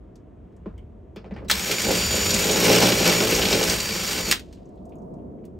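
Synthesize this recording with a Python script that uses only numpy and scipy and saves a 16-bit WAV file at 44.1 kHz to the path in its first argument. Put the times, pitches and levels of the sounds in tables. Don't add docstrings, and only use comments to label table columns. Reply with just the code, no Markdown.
import sys
import numpy as np
from scipy import signal
from scipy.fft import rfft, irfft, next_fast_len
from scipy.io import wavfile
from scipy.ndimage import uniform_filter1d

SR = 44100
rng = np.random.default_rng(int(sys.argv[2]) if len(sys.argv) > 2 else 0)


def gain_from_db(level_db):
    decades = np.asarray(level_db, float) / 20
    return 10 ** decades


def generate_wav(sig):
    pcm = np.round(np.clip(np.atleast_2d(sig).T, -1, 1) * 32767).astype(np.int16)
    wavfile.write(sys.argv[1], SR, pcm)


N = 246517

# centre in Hz, width in Hz, level in dB.
PANEL = [(255, 47, -2), (322, 70, -3), (403.3, 58, -1), (446, 34, 2), (496.8, 63, -1), (640, 50, -6),
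         (680, 56, -8), (892, 210, -14.5)]
# centre in Hz, width in Hz, level in dB.
BOOM = [(116.6, 5.2, -3), (168.6, 16, -1.5), (198.4, 21, 5.5), (223.3, 42.3, 1)]


def level(x, db=0):
    return x * gain_from_db(db) / np.sqrt(np.mean(x ** 2))


def curves(table):
    s, *columns = np.transpose(table)
    return [np.interp(np.arange(N) / SR, s, c) for c in columns]


def band(x, hz, width):
    return signal.lfilter(*signal.iirpeak(hz, hz / width, fs=SR), x)


def ring(x, modes):
    return sum((-1) ** k * gain_from_db(db) * band(x, hz, width) for k, (hz, width, db) in enumerate(modes))


def colour(x, points):
    hz, db = np.transpose(points)
    n = next_fast_len(N)
    f = np.arange(n // 2 + 1) * SR / n + 1
    return irfft(rfft(x, n) * gain_from_db(np.interp(np.log(f), np.log(hz), db)), n)[:N]


def walk(rate):
    k = int(SR / rate)
    steps = np.repeat(rng.standard_normal(N // k + 1), k)
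    return level(uniform_filter1d(uniform_filter1d(steps, k), k)[:N])


def burst(hz, t60, spread=.9):
    t = np.arange(SR // 4) / SR
    x = rng.standard_normal(len(t)) * np.exp(-np.log(1000) * t / t60)
    x = band(band(x, hz, spread * hz), hz, spread * hz)
    return x / np.abs(x).max()


def add(out, s, x):
    i = int(s * SR)
    out[i:i + len(x)] += x[:N - i]


def floor_rumble():
    # start in seconds, rumble in dB, time to die away in seconds.
    shoves = [(.01, -48, 0.18), (.43, -47.5, 0.13), (.68, -42.5, 0.39), (1.4, -39, 0.053),
              (1.56, -37, 0.047), (1.9, -35.5, 0.061), (2.08, -31, 0.15), (2.27, -34.5, 0.22),
              (2.68, -46, 0.067), (2.85, -39.5, 0.75), (3.39, -33.5, 0.23), (3.92, -44, .1),
              (4.22, -41.5, 0.14), (4.51, -52, 0.082), (4.95, -57, 0.082), (5.2, -48, .15),
              (5.58, -45.5, .1)]
    t, rise_s = np.arange(N) / SR, .06
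    gain = gain_from_db(-56.5)
    for s, db, dies_s in shoves:
        gain = gain + gain_from_db(db) * np.exp(-np.where(t < s, (s - t) / rise_s, (t - s) / dies_s))
    deep = [(22, -40), (34, -28.5), (42, -9), (62, -4.0), (110, -12), (200, -26.5), (800, -79.0)]
    rumble = level(colour(rng.standard_normal(N), deep))
    apart = np.array([[1], [-1]])
    return gain * (rumble + gain_from_db(-29) * np.roll(rumble, SR) * apart)


def passing(s, length, db):
    return gain_from_db(db) / (1 + ((np.arange(N) / SR - s) / length) ** 2)


def traffic():
    # frequency in Hz, level in dB per Hz.
    hum_tilt = [(60, -20.5), (110, -6.5), (190, 1.5), (270, -2), (380, -3), (500, -9.5), (800, -25.5),
                (1500, -47.5), (4000, -73.5)]
    t, apart = np.arange(N) / SR, np.array([[1], [-1]])
    lean_from_s, lean_to_s, lean_rise_s = 1.35, 4.39, 0.079
    lean = (np.tanh((t - lean_from_s) / lean_rise_s) - np.tanh((t - lean_to_s) / lean_rise_s)) / 2
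    road = gain_from_db(-50.5) + passing(5.19, 0.36, -42.5) + gain_from_db(-46) * lean
    tyres = gain_from_db(-58.5) + passing(5.03, 0.22, -45) + gain_from_db(-55) * lean
    noise = rng.standard_normal((4, N))
    hum = level(colour(noise[0], hum_tilt)) + level(colour(noise[1], hum_tilt), -8.5) * apart
    wash_tilt = [(480, -25.5), (600, 11.5), (740, 8), (800, -16.5), (900, 1), (1060, -9.5), (1300, -18.5),
                 (2000, -45.5)]
    middle, sides = (level(colour(n, wash_tilt)) for n in noise[2:])
    wash = middle + gain_from_db(2.0) * sides * apart
    return road * hum + gain_from_db(-6.0) * tyres * wash


def far_hiss():
    t = np.arange(N) / SR
    fade_db = -4.5 * (1 + np.tanh((t - 4.55) / .1)) / 2
    hiss_tilt = [(500, -11), (1000, 10.0), (2000, 0.0), (3300, -7), (5000, -23.0), (16000, -41)]
    air_tilt = [(2000, -9.5), (6500, 6.5), (12000, -3.5), (13300, -3), (14000, -39.0)]
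    hiss = level(colour(rng.standard_normal(N), hiss_tilt))
    air = level(colour(rng.standard_normal(N), air_tilt), -90)
    return gain_from_db(-70 + 1.5 * walk(4) + fade_db) * hiss + air


def ticks():
    # start in seconds, peak in dB, centre in Hz, width as a share of the centre.
    small_ticks = [(.156, -50, 5980, 0.97), (.156, -60, 2200, .9), (.523, -72, 5000, 1.2),
                   (.565, -61.5, 7040, .6), (.779, -56, 2200, 0.18), (0.778, -57, 3050, 0.1),
                   (.779, -57, 7000, 1.3), (1.16, -47.5, 9040, 1.8), (1.447, -56, 7960, 1.2),
                   (4.46, -58, 4900, 1.2), (4.57, -57, 2300, 1.3), (4.527, -44.5, 3950, 1.6),
                   (4.527, -55, 12070, .8), (4.548, -54, 4460, 1.3), (4.655, -58, 6440, .4),
                   (4.69, -60, 6780, .7), (4.757, -66, 8000, 0.74), (4.775, -63, 3220, 0.57),
                   (4.854, -53, 7850, 0.86), (4.893, -59, 7000, 1.5), (4.921, -54.5, 2500, 0.42),
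                   (4.955, -59, 6800, .3), (4.955, -61, 12060, 0.23), (4.985, -63, 6500, .3),
                   (5.02, -64.5, 6470, 0.42), (5.139, -61.5, 6500, 0.84), (5.188, -66, 2600, 0.43),
                   (5.385, -64.5, 2100, .4), (5.44, -57, 2300, .8), (5.452, -46, 7530, 1.83)]
    out = np.zeros(N)
    for s, db, hz, share in small_ticks:
        t60 = 0.069 * (5000 / hz) ** 0.75
        add(out, s, gain_from_db(db) * burst(hz, t60, spread=share))
    return out


def taps():
    # start in seconds, tick peak in dB, tick in Hz, bit scrape in dB, panel thud in dB.
    touches = [
        (0.6583, -51, 2130, -85, -28.5),
        (1.1605, -40.5, 2550, -53, -31.5),
        (1.2428, -46, 2300, -76, -36),
        (1.2583, -57, 1517, -66, -38),
        (1.3092, -43.5, 1980, -71, -33),
        (1.3386, -50, 1750, -57, -41),
        (1.3624, -39.5, 2020, -63, -29.5),
        (1.3856, -49.5, 2230, -66, -37),
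        (1.4202, -54.5, 1520, -72, -37),
        (1.4467, -52, 2180, -60.5, -38),
    ]
    out, blows = np.zeros(N), np.zeros(N)
    for s, db, hz, scrape_db, thud_db in touches:
        add(out, s, gain_from_db(db) * burst(hz, 0.13, spread=0.55))
        add(out, s, gain_from_db(scrape_db + 3.5) * burst(4700, 0.16, spread=0.31))
        add(out, s, gain_from_db(scrape_db - 13) * burst(5330, .2, spread=.03))
        add(out, s, gain_from_db(thud_db - 14.5) * burst(1100, 0.26, spread=0.67))
        add(blows, s, gain_from_db(thud_db + 17) * burst(300, 0.018, spread=3.5))
    return out + ring(blows, PANEL) + gain_from_db(1.5) * ring(blows, BOOM)


def switch_and_brake():
    # start in seconds, peak in dB, centre in Hz, decay by 60 dB in seconds.
    clacks = [(1.485, -32, 4000, .3), (1.4986, -8, 1670, 0.058), (1.502, -10.5, 3500, 0.058),
              (1.5126, -6, 3500, 0.05), (1.52, -20.5, 3000, 0.074), (4.3124, -5.5, 4500, 0.063),
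              (4.318, -12.5, 3000, 0.089), (4.325, -6, 2300, 0.023), (4.339, -22.5, 2500, 0.09),
              (4.355, -27.5, 3000, 0.13), (4.395, -32.5, 3000, 0.071)]
    out = np.zeros(N)
    for s, db, hz, t60 in clacks:
        add(out, s, gain_from_db(db) * burst(hz, t60, spread=1.8))
        add(out, s, gain_from_db(db - 1.5) * burst(9000, 0.47 * t60, spread=2.4))
    t = np.arange(int(.018 * SR)) / SR
    chirp = gain_from_db(-43.0) * np.sin(2 * np.pi * 3950 * t) + gain_from_db(-52.5) * np.sin(2 * np.pi * 7900 * t)
    add(out, 1.482, chirp)
    return out


def motor():
    # time in seconds, slot rate in Hz, whine at three times the rate in dB, at twice in dB.
    whine_curve = [
        (1.76, 2351, -35.5, -43),
        (2.14, 2332, -32.5, -34),
        (2.33, 2331, -32, -37),
        (2.42, 2318, -31, -41),
        (2.75, 2310, -39.5, -39),
        (3.13, 2316, -34.5, -38.5),
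        (3.55, 2311, -42, -43),
        (3.8, 2334, -45, -39.5),
        (4.09, 2358, -38, -39.5),
    ]
    t = np.arange(N) / SR
    hz, *dbs = curves(whine_curve)
    short = np.exp(-np.clip(t - 1.55, -.03, None) / .065)
    stall_s, stall_in_s, stall_out_s = 3.36, .08, .09
    catch = np.exp(-np.where(t < stall_s, (stall_s - t) / stall_in_s, (t - stall_s) / stall_out_s))
    easing = np.clip(t - 4.21, 0, .2) ** 2
    hz = hz - 329.8 * short - 71.34 * catch - 15000 * easing
    return hz, *(db - 17 * short for db in dbs)


def whine(hz, third_db, second_db):
    t = np.arange(N) / SR
    turn = 2 * np.pi * np.cumsum(hz * (1 + .0008 * walk(60))) / SR
    second = gain_from_db(second_db + 0.79 * walk(60)) * np.sin(2 * turn)
    third = gain_from_db(third_db + 2.1 * walk(50)) * np.sin(3 * turn)
    unloaded = np.clip((t - 3.75) / 0.23, .1, 1)
    mesh = gain_from_db(second_db - 2.0 + 1.5 * walk(80)) * unloaded * np.sin(1.93 * turn)
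    return np.sqrt(2) * (second + third + mesh)


def gear_hiss(cut_db):
    # frequency in Hz, level in dB per Hz.
    tooth_tilt = [(500, -8.5), (1000, -2.5), (2500, -1), (5000, -3), (7000, -1.5), (9000, -5), (10200, -10),
                  (11600, -8), (13800, -8.5), (16000, -7.5)]
    # centre in Hz, width in Hz, level in dB.
    housing_modes = [(2310, 147, -6.5), (4560, 51, -5.5), (5380, 200, -10), (5700, 67, -3),
                     (9390, 120, -12.5), (11700, 400, -13)]
    teeth = rng.standard_normal(N) * gain_from_db(1.7 * walk(270) + 0.46 * walk(30))
    housing = sum(gain_from_db(db + 2.2 * walk(12)) * band(teeth, hz, width) for hz, width, db in housing_modes)
    gears = level(colour(teeth, tooth_tilt)) + level(housing, -9) * gain_from_db(0.24 * cut_db)
    return gain_from_db(-27 + 0.73 * cut_db) * gears


def feed():
    # time in seconds, push on the panel in dB, depth of cut in dB.
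    work = [
        (1.54, -42.5, -33.5),
        (1.8, -38, -30.5),
        (2.05, -36, -30),
        (2.54, -27, -27.5),
        (2.66, -20, -22),
        (2.87, -20.5, -22.5),
        (2.95, -26, -26),
        (3.74, -27, -28),
        (3.765, -38.5, -33),
    ]
    # time in seconds, extra push in dB, extra cut in dB, length in seconds.
    lurches = [(1.718, 9, 3.5, .03), (1.872, 10.5, 1, .04), (1.968, 8.5, 2, .06), (2.152, 5.5, 1, 0.038),
               (2.353, 3.5, 1.5, 0.052), (3.094, 3.5, 4, .06), (3.262, 0.5, -1, 0.034),
               (3.34, 1, 1.5, 0.021), (3.497, 0.5, 0.5, .07), (3.636, -0.5, 1, 0.027),
               (3.712, 1.5, 2.5, .04), (3.821, 6.5, -0.5, 0.013), (4.104, -0.5, 2, .1),
               (4.196, 8.5, 1, 0.039), (4.235, -4.5, -4.5, .03)]
    t = np.arange(N) / SR
    push_db, cut_db = curves(work)
    _, usual_push_db, usual_cut_db = np.mean(work, axis=0)
    for s, more_push_db, more_cut_db, length in lurches:
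        lurch = np.exp(-((t - s) / length) ** 2)
        push_db = push_db + more_push_db * lurch
        cut_db = cut_db + more_cut_db * lurch
    return push_db, push_db - usual_push_db, cut_db - usual_cut_db


def flutes(hz, push_db, push_swing_db, cut_db):
    # centre in Hz, width in Hz, level in dB.
    crunch = [(1063, 130, -5.5), (1480, 180, -0.5), (2300, 640, 0.5), (2900, 690, 2.5), (4000, 700, -0.5),
              (5460, 1240, -3)]
    slots_per_flute = 40.5
    flute = np.cumsum(hz / slots_per_flute * (1 + .025 * walk(30))) / SR
    bite = np.floor(flute).astype(int)
    thump_chance, tear_chance = rng.standard_normal((bite[-1] + 1, 2))[bite].T
    size = gain_from_db(1.7 * thump_chance - 1.4 * (bite % 2))
    push = uniform_filter1d(np.diff(bite, prepend=0) * size, size=24)
    chatter = rng.standard_normal(N) * (rng.random(N) < 200 / SR)
    panel = level(ring(push, PANEL)) + level(ring(chatter, PANEL) * gain_from_db(2.6 * walk(24.98)), 0.56)
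    boom = level(ring(push, BOOM)) + level(ring(chatter, BOOM), 1.2)
    tearing = 0.57 + gain_from_db(1.37 * tear_chance + 3.7 * (bite % 2)) * np.exp(-(flute % 1) / .3)
    tearing = tearing + 0.69 * level(signal.lfilter([1], [1, -np.exp(-1 / (0.0018 * SR))], np.abs(chatter)))
    chips = level(ring(rng.standard_normal(N) * tearing * gain_from_db(1.4 * walk(400)), crunch))
    thumps = gain_from_db(push_db - 3.0) * panel + gain_from_db(-37 + 0.82 * push_swing_db) * boom
    return thumps + gain_from_db(-31 + 1.2 * cut_db) * chips


def drill():
    t = np.arange(N) / SR
    hz, third_db, second_db = motor()
    push_db, push_swing_db, cut_db = feed()
    running = np.clip((t - 1.5) / .02, 0, 1) * np.clip((4.36 - t) / 0.038, 0, 1)
    spinning = np.clip((t - 1.53) / 0.021, 0, 1) * np.clip((4.32 - t) / .01, 0, 1)
    body = gear_hiss(cut_db) + flutes(hz, push_db, push_swing_db, cut_db)
    return running * body + spinning * whine(hz, third_db, second_db)


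def low_snaps():
    # start in seconds, peak in dB, centre in Hz.
    low_chip_snaps = [(1.718, -16.5, 2860), (2.012, -17, 2620), (2.4138, -21, 2310), (2.4934, -14.5, 3400),
                      (2.5976, -28, 2350), (2.6516, -16, 2230), (2.7195, -19.5, 2340), (2.773, -13.5, 2930),
                      (2.8603, -14, 3030), (3.0304, -15.5, 2290), (3.319, -19, 2310), (3.4189, -11, 2950),
                      (3.4541, -11, 3050), (3.5262, -12.5, 2830)]
    out = np.zeros(N)
    for s, db, hz in low_chip_snaps:
        add(out, s, gain_from_db(db - 2) * burst(hz, 0.087, spread=0.6))
    return out


def snaps():
    # start in seconds, peak in dB, centre in Hz.
    chip_snaps = [(1.818, -15, 6860), (2.151, -14.5, 6700), (2.3053, -10, 4650), (2.3404, -8, 6860),
                  (2.513, -11, 6480), (2.5981, -18, 6958), (2.6522, -13, 6934), (2.827, -18, 5340),
                  (2.858, -24, 5430), (2.8954, -26, 5870), (3.3, -21.5, 4560), (3.3499, -8.5, 5460),
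                  (3.527, -10, 4420), (3.6282, -11, 5400), (3.6972, -9, 5400), (3.8018, -12, 4812)]
    out = np.zeros(N)
    for s, db, hz in chip_snaps:
        add(out, s, gain_from_db(db - 3) * burst(hz, 0.072, spread=0.72))
    return out


def swarf():
    after = np.arange(N) / SR - 4.4
    grains = rng.standard_normal(N) * gain_from_db(1.6 * walk(300))
    trickle = level(band(band(grains, 2800, 5000), 3000, 6500), -63.5)
    return trickle * (after > 0) * np.exp(-np.log(1000) * np.abs(after) / 1.28)


def van(x):
    t, t60_s = np.arange(SR // 3) / SR, 0.15
    tail = rng.standard_normal((2, len(t))) * np.exp(-np.log(1000) * t / t60_s) * (t > .003)
    tail = tail / np.sqrt(np.sum(tail ** 2, axis=1, keepdims=True))
    mid, side = (signal.fftconvolve(x, h)[:N] for h in tail)
    mid = colour(mid, [(300, -2.0), (900, -1.5), (16000, -7.0)])
    side = colour(side, [(60, -5.0), (250, -3.0), (600, 7.0), (1400, 5.0), (2050, -8.5), (2900, 5.5),
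                         (4600, 3.0), (6000, -21.5), (16000, -28.0)])
    return x + gain_from_db(-6.5) * mid + gain_from_db(-13.0) * side * np.array([[1], [-1]])


def scene():
    outside = floor_rumble() + traffic() + far_hiss()
    inside = ticks() + taps() + switch_and_brake() + drill() + low_snaps() + snaps() + swarf()
    return van(inside) + outside


def band_limit(x):
    return signal.sosfilt(signal.butter(12, 16980, fs=SR, output="sos"), x)


def record(dry):
    edge = 4096
    dry = np.pad(dry, ((0, 0), (edge, edge)), mode="reflect")
    at, n = np.arange(N + 2 * edge), next_fast_len(N + 2 * edge)
    dry = dry * np.clip(np.minimum(at, at[::-1]) / edge, 0, 1)
    f = np.arange(n // 2 + 1) * SR / n
    slip_from_hz, lag_s, top_hz = 8250, 0.000264, 15760
    slip = np.pi * lag_s * np.clip(f - slip_from_hz, 0, None)
    turned = rfft(dry, n) * np.exp(1j * np.array([-slip, slip]))
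    lowpass = np.clip((top_hz - f) / 60 + .5, 0, 1)
    ports = irfft(turned * lowpass, n)[:, edge:edge + N]
    return band_limit(ports)


dry = scene()
out = record(dry)
generate_wav(out)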